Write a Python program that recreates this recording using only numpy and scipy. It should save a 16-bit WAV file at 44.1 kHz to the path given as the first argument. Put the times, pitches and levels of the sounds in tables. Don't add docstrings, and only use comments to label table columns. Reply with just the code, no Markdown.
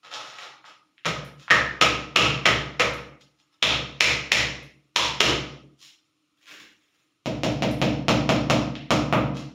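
import sys
import numpy as np
from scipy import signal
from scipy.fft import rfft, irfft
from scipy.io import wavfile
from scipy.ndimage import uniform_filter1d, minimum_filter1d

SR = 44100
rng = np.random.default_rng(int(sys.argv[2]) if len(sys.argv) > 2 else 0)


def to_wav(sig):
    pcm = np.clip(np.atleast_2d(sig), -1, 1) * 32767
    pcm = np.round(pcm).astype(np.int16)
    wavfile.write(sys.argv[1], SR, pcm.T)


N = 420713
HZ = np.fft.rfftfreq(8192, 1 / SR) + 1
TILE_HZ, TILE_OCTAVES = 1267.4, 0.056
LEAD_S = 0.004
TAIL = SR * 3 // 4


def palm(standing):
    # (time [s], force [dB], low thud [dB], skin crack [dB], tile ring [dB], main resonance [dB],
    # main resonance of hand and tile [Hz], second resonance [Hz])
    slaps = [(1.0555, 19, 1, -5.5, 10.4, 13.4, 162, 560), (1.5063, 25, 1, -8, 13, 11.5, 1770, 1820),
             (1.813, 25.55, 3, -3, 15.7, 6.5, 2580, 300), (2.161, 26, 7.5, 0.5, 15, 10.2, 2730, 1230),
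             (2.4563, 23.76, 5.5, -4.5, 11, 8.1, 1970, 3060), (2.7968, 24.4, 0, -7.5, 9.7, 6.6, 506, 2200),
             (3.6267, 25.5, 3.5, -1, 9.9, 9.6, 3510, 2550), (4.007, 24.4, 2, 4.5, 5, 7, 2400, 2020),
             (4.319, 22.5, 4.5, 5, 1.7, 8, 1950, 2500), (4.961, 23.5, 0, 3, 4, 12, 990, 3470),
             (5.205, 27.14, 4, 1, 8, 9.4, 354, 2950)]
    # (frequency [Hz], level [dB])
    palm_colour = [(40, 1.5), (130, -4), (300, -6.5), (560, -2), (780, -7), (1100, -4), (1600, -4.5),
                   (2200, 0.5), (3100, 0.5), (4500, -4), (6500, -3.5), (16000, -15)]
    resonance_octaves, second_db = 0.18, 5
    flat_slap_db, flat_direct_db = 31, -1
    direct_per_db = 0.66

    out = np.zeros(N)
    for s, force_db, thud_db, crack_db, ring_db, main_db, main_hz, second_hz in slaps:
        colour_db = read(palm_colour, HZ) + tile_ring(ring_db)
        colour_db += thud_db * (1 - above(750)) + crack_db * above(2500)
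        resonances_db = peak(main_hz, main_db, resonance_octaves)
        resonances_db += peak(second_hz, second_db, resonance_octaves)
        direct_db = flat_direct_db + direct_per_db * (force_db + crack_db - flat_slap_db)
        slap = signal.fftconvolve(landing(), pulse(force_db + colour_db + resonances_db))
        add(out, s - LEAD_S, in_room(slap, echoes() + standing, direct_db))
    return out


def landing(roll_s=0.00064, fingertips_db=-26):
    t = np.arange(SR // 100) / SR - LEAD_S
    burst = np.exp(-0.5 * (t / roll_s) ** 2) * rng.standard_normal(len(t))
    z = rfft(burst)
    flat = irfft(z / abs(z), len(t))
    fingertips = rng.standard_normal(len(t)) * (t < 0)
    return flat + amp(fingertips_db) * fingertips / np.linalg.norm(fingertips)


def mallet(standing, wander_rad=0.78, ring_db=4, clack_hz=1200):
    # (time [s], force [dB], frequency above which the click fades [Hz])
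    blows = [(7.2582, 26, 7700), (7.4339, 30, 8200), (7.622, 30.5, 6500), (7.8155, 32, 6560),
             (8.0825, 34, 7400), (8.2910, 32.5, 7300), (8.4988, 32.5, 8640), (8.9056, 32, 9500),
             (9.1256, 32.5, 4200)]
    # (frequency [Hz], level [dB])
    mallet_colour = [(40, -5.5), (120, -1), (300, 1.5), (400, -12), (490, -5.5), (680, -4.5), (830, -11.5),
                     (1100, -13), (1650, -17.5), (2600, -9), (3300, -13), (4300, -15.5), (5600, -12.5),
                     (16000, -4.5)]
    # (time [s], level [dB])
    hollow = [(7.3, -2.5), (7.75, -6), (8.1, 2), (8.9, 7)]
    firm_blow_db, firm_click_db, click_per_db = 32, -3.5, 0.63

    out = np.zeros(N)
    spot = echoes()
    for s, force_db, fade_hz in blows:
        clack_db = np.interp(s, *np.transpose(hollow))
        click_db = firm_click_db + click_per_db * (force_db - firm_blow_db)
        body_db = read(mallet_colour, HZ) + tile_ring(ring_db) + peak(clack_hz, clack_db, octaves=0.3)
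        click_colour_db = click_db * above(1140) - 22 * above(fade_hz)
        room = np.cos(wander_rad) * spot + np.sin(wander_rad) * echoes() + standing
        blow = -pulse(force_db + body_db + click_colour_db)
        add(out, s, in_room(blow, room, direct_db=-9.0))
    return out


def strokes():
    # (start [s], swell [s], length [s], peak level [dB], brightness [dB per octave])
    hand_strokes = [(.029, .008, 0.088, -38, -1.5), (.104, .02, 0.15, -32, -0.5),
                    (0.191, .055, .21, -40.5, 0), (0.334, 0.094, 0.18, -37.5, -0.5),
                    (0.637, 0.026, 0.091, -41, -0.5), (1.373, .034, .09, -44.5, 2.5),
                    (3.201, .007, .045, -54, 2.5), (3.366, .025, .07, -56, 1.5),
                    (3.513, .01, 0.042, -56.5, 0.5), (5.768, .08, .14, -41.5, 5.5),
                    (9.341, .016, .09, -39.5, 2)]
    # (frequency [Hz], level [dB])
    stroke_colour = [(60, -22.5), (150, -8.5), (300, -11), (600, -3.5), (900, 0.5), (1600, -2.5),
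                     (3000, -0.5), (6000, -6), (10000, -10.5), (16000, -19.5)]
    full_ring_db, ring_per_tilt = 14.5, 2.3

    out, t = np.zeros(N), np.arange(SR) / SR
    for s, swell_s, length_s, db, tilt in hand_strokes:
        pressure = np.interp(t, [0, swell_s, length_s], [0, 1, 0])
        colour_db = read(stroke_colour, HZ) + tilt * np.log2(HZ / TILE_HZ)
        colour_db += tile_ring(full_ring_db - ring_per_tilt * tilt)
        add(out, s, amp(db) * pressure * grit(colour_db))
    return out


def floor_drag():
    # (time [s], level [dB])
    drag = [(6.371, -62.5), (6.431, -57.5), (6.52, -34.5), (6.56, -43), (6.61, -43.5), (6.72, -65),
            (6.971, -63.5), (7.15, -78)]
    # (frequency [Hz], level [dB])
    drag_colour = [(60, -15), (140, -4.5), (350, 1), (800, -8.5), (2200, 3), (4500, -4.5), (16000, -5.5)]

    out, t = np.zeros(N), np.arange(SR) / SR
    times_s, drag_db = np.transpose(drag)
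    level_db = np.interp(times_s[0] + t, times_s, drag_db, right=-np.inf)
    add(out, times_s[0], amp(level_db) * grit(read(drag_colour, HZ)))
    return out


def grit(colour_db, grains_per_s=2800, grain_spread_db=6.0, catch_db=3):
    grains = rng.standard_normal(SR) * amp(grain_spread_db * np.minimum(rng.exponential(1, SR), 3))
    grains *= rng.random(SR) < grains_per_s / SR
    catching = evened(uniform_filter1d(rng.standard_normal(SR), size=400))
    grains *= amp(catch_db * catching)
    return evened(signal.fftconvolve(grains, pulse(colour_db))[:SR])


def ticks():
    # (time [s], level [dB], centre [Hz])
    touches = [(0.138, 2.5, 4630), (0.642, -6, 1240), (.980, -13, 2170), (1.048, 7.5, 2190),
               (1.48, 7, 1400), (1.502, 17.5, 2045), (8.7533, 2.5, 2690)]
    # (time [s], level [dB])
    cracks = [(1.249, -4), (2.937, -2), (4.628, -11), (7.522, -14), (7.713, 4), (7.788, -7)]

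    out = np.zeros(N)
    for s, db, hz in touches:
        add(out, s, pulse(db + hump(hz, octaves=0.58)))
    for s, db in cracks:
        add(out, s, pulse(db + hump(10800, octaves=0.3)))
    return out


def tile_ring(db):
    return peak(TILE_HZ, db, TILE_OCTAVES)


def in_room(x, room, direct_db):
    # (delay [s], level [dB])
    near_walls = [(.0062, -19), (0.0106, -14.5), (0.0139, -22.5)]
    shadow_hz, shadow_db = 7600, -2.5

    out = signal.oaconvolve(x, room)
    direct = signal.lfilter(*signal.butter(1, 600, "high", fs=SR), x)
    direct = signal.oaconvolve(direct, pulse(shadow_db * above(shadow_hz)))
    for s, db in [(0.0009, direct_db)] + near_walls:
        add(out, s, amp(db) * direct)
    return out


def echoes(dense_after_s=0.07):
    # (frequency [Hz], level [dB])
    wash = [(30, -18.5), (80, -23), (130, -6), (200, -13), (320, -4), (420, -3), (620, -3), (850, -0.5),
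            (16000, 0)]
    # (frequency [Hz], t60 [s])
    room_t60 = [(60, 0.71), (200, 0.84), (500, 0.68), (1200, 0.59), (2800, 0.51), (5500, 0.51),
                (9000, 0.37), (15000, 0.34)]

    density = 0.25 * np.clip((np.arange(TAIL) / SR / dense_after_s) ** 2, 0.3, 1)
    chance = rng.uniform(-1, 1, TAIL)
    taps = np.sign(chance) * (abs(chance) < density) / np.sqrt(density)
    taps[:SR // 250] = 0
    hz, t, z = signal.stft(taps, SR, nperseg=256)
    decay = np.exp(-np.log(1000) * t / read(room_t60, hz)[:, None])
    tail = signal.istft(z * decay, SR, nperseg=256)[1][:TAIL]
    tail = 0.69 * tail / np.sqrt(np.sum(tail ** 2))
    return signal.fftconvolve(tail, pulse(read(wash, HZ)))[:TAIL]


def boom():
    # (frequency [Hz], level [dB], t60 [s], build-up [s])
    room_modes = [(65.46, 8.5, 0.68, 0.079), (118.05, 12, 0.51, 0.071), (132.2, 12, .8, 0.19),
                  (141.1, 11, 1, .09), (147.2, 5, 1, 0.035), (172.2, 0.5, 0.26, 0.006),
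                  (186.6, 0.5, 1, 0.0054), (191, 6, 0.78, 0.038), (208.1, -0.5, 1, 0.013),
                  (230.4, 5.5, 0.91, 0.0054), (264, 7.5, 0.8, 0.15), (300.3, -10, .6, 0.0035),
                  (297.5, 10.5, 0.67, 0.075), (308.8, 6, 0.97, .01), (484.4, 8, 0.63, 0.011),
                  (539, 0.5, 0.43, 0.009), (555.4, 0.5, 0.48, 0.012), (590.5, -1, 0.35, 0.0079),
                  (600, 1.5, 0.78, 0.01), (634, 9, 0.37, 0.0037), (659, 5, 0.12, 0.012),
                  (700, -1, 1, 0.012)]

    t = np.arange(TAIL) / SR
    out = np.zeros(TAIL)
    for hz, db, t60_s, build_s in room_modes:
        rate = np.log(1000) / t60_s
        envelope = np.exp(-rate * t) * (1 - np.exp(-(t / build_s) ** 2))
        out += amp(db) * 2 * rate / SR * envelope * np.sin(2 * np.pi * hz * t)
    return out


def still_air(rms_db=-66):
    # (frequency [Hz], relative level [dB])
    air_colour = [(30, -26), (80, -13.5), (135, -3.5), (260, -8.5), (305, 11), (370, -9.5), (900, -17),
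                  (1270, -2.5), (1600, -17.5), (2500, -7.5), (5500, -12), (9000, -8.5), (16000, -15.5)]
    noise = signal.oaconvolve(rng.standard_normal(N), pulse(read(air_colour, HZ)))[:N]
    return amp(rms_db) * evened(noise)


def amp(db):
    return np.exp(np.asarray(db) * (np.log(10) / 20))


def evened(x):
    return x / np.sqrt(np.mean(x ** 2) + 1e-20)


def read(points, hz):
    f, value = np.transpose(points)
    return np.interp(np.log(hz + 1), np.log(f), value)


def add(mix, s, sound):
    part = mix[max(round(s * SR), 0):][:len(sound)]
    part += sound[:len(part)]


def peak(hz, db, octaves):
    return db / (1 + (np.log2(HZ / hz) / octaves) ** 2)


def hump(hz, octaves):
    return -12 * (np.hypot(1, np.log2(HZ / hz) / octaves) - 1)


def above(hz):
    return 1 / (1 + np.square(np.square(hz / HZ)))


def pulse(db):
    log_gain = np.log(amp(np.maximum(db, -80)))
    circle = np.concatenate([log_gain, log_gain[-2:0:-1]])
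    spectrum = np.exp(np.conj(signal.hilbert(circle)))
    return np.fft.ifft(spectrum).real[:len(HZ) // 2]


def hush(x, depth_db=7, knee_db=3):
    # (frequency [Hz], level [dB])
    hush_below = [(100, -69), (1000, -75.5), (4000, -82.5), (16000, -94.5)]

    hz, _, z = signal.stft(x, SR, nperseg=512, noverlap=384)
    power = uniform_filter1d(abs(z) ** 2, size=5, axis=0)
    power = uniform_filter1d(power, size=7, axis=1)
    over_db = 10 * np.log10(abs(power) + 1e-20) - read(hush_below, hz)[:, None]
    z = z * amp(-depth_db * (1 - np.tanh(over_db / knee_db)) / 2)
    return signal.istft(z, SR, nperseg=512, noverlap=384)[1][:N]


def scene():
    standing = boom()
    touched = ticks() + strokes() + floor_drag()
    handling = in_room(touched, echoes() + standing, direct_db=-6)[:N]
    return (palm(standing) + mallet(standing) + handling + still_air())[None]


def record(dry, recovery_db_per_s=95, ceiling_db=-1.2, edge_hz=16200):
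    # (frequency [Hz], level [dB])
    mic_colour = [(20, -11), (50, 6), (4200, 2), (4750, -2.5), (5400, 2.5), (6200, -4), (6900, -2.5),
                  (7400, -6.5), (8000, -19.5), (9000, -12.5), (13500, -19.5), (14600, -12), (15500, -14.5),
                  (16200, -27)]

    x = signal.oaconvolve(hush(dry[0]), pulse(read(mic_colour, HZ)))[:N]
    fall_db = np.arange(N) / SR * recovery_db_per_s
    level_db = 20 * np.log10(abs(x) + 1e-9)
    held_db = np.maximum.accumulate(level_db + fall_db) - fall_db
    duck_db = np.minimum(ceiling_db - held_db, 0)
    duck_db = minimum_filter1d(duck_db, size=200)
    x = x * amp(uniform_filter1d(duck_db, size=200))
    low_pass = signal.firwin(511, edge_hz, window=("kaiser", 9), fs=SR)
    return signal.oaconvolve(x, low_pass, "same")[None]


dry = scene()
out = record(dry)
to_wav(out)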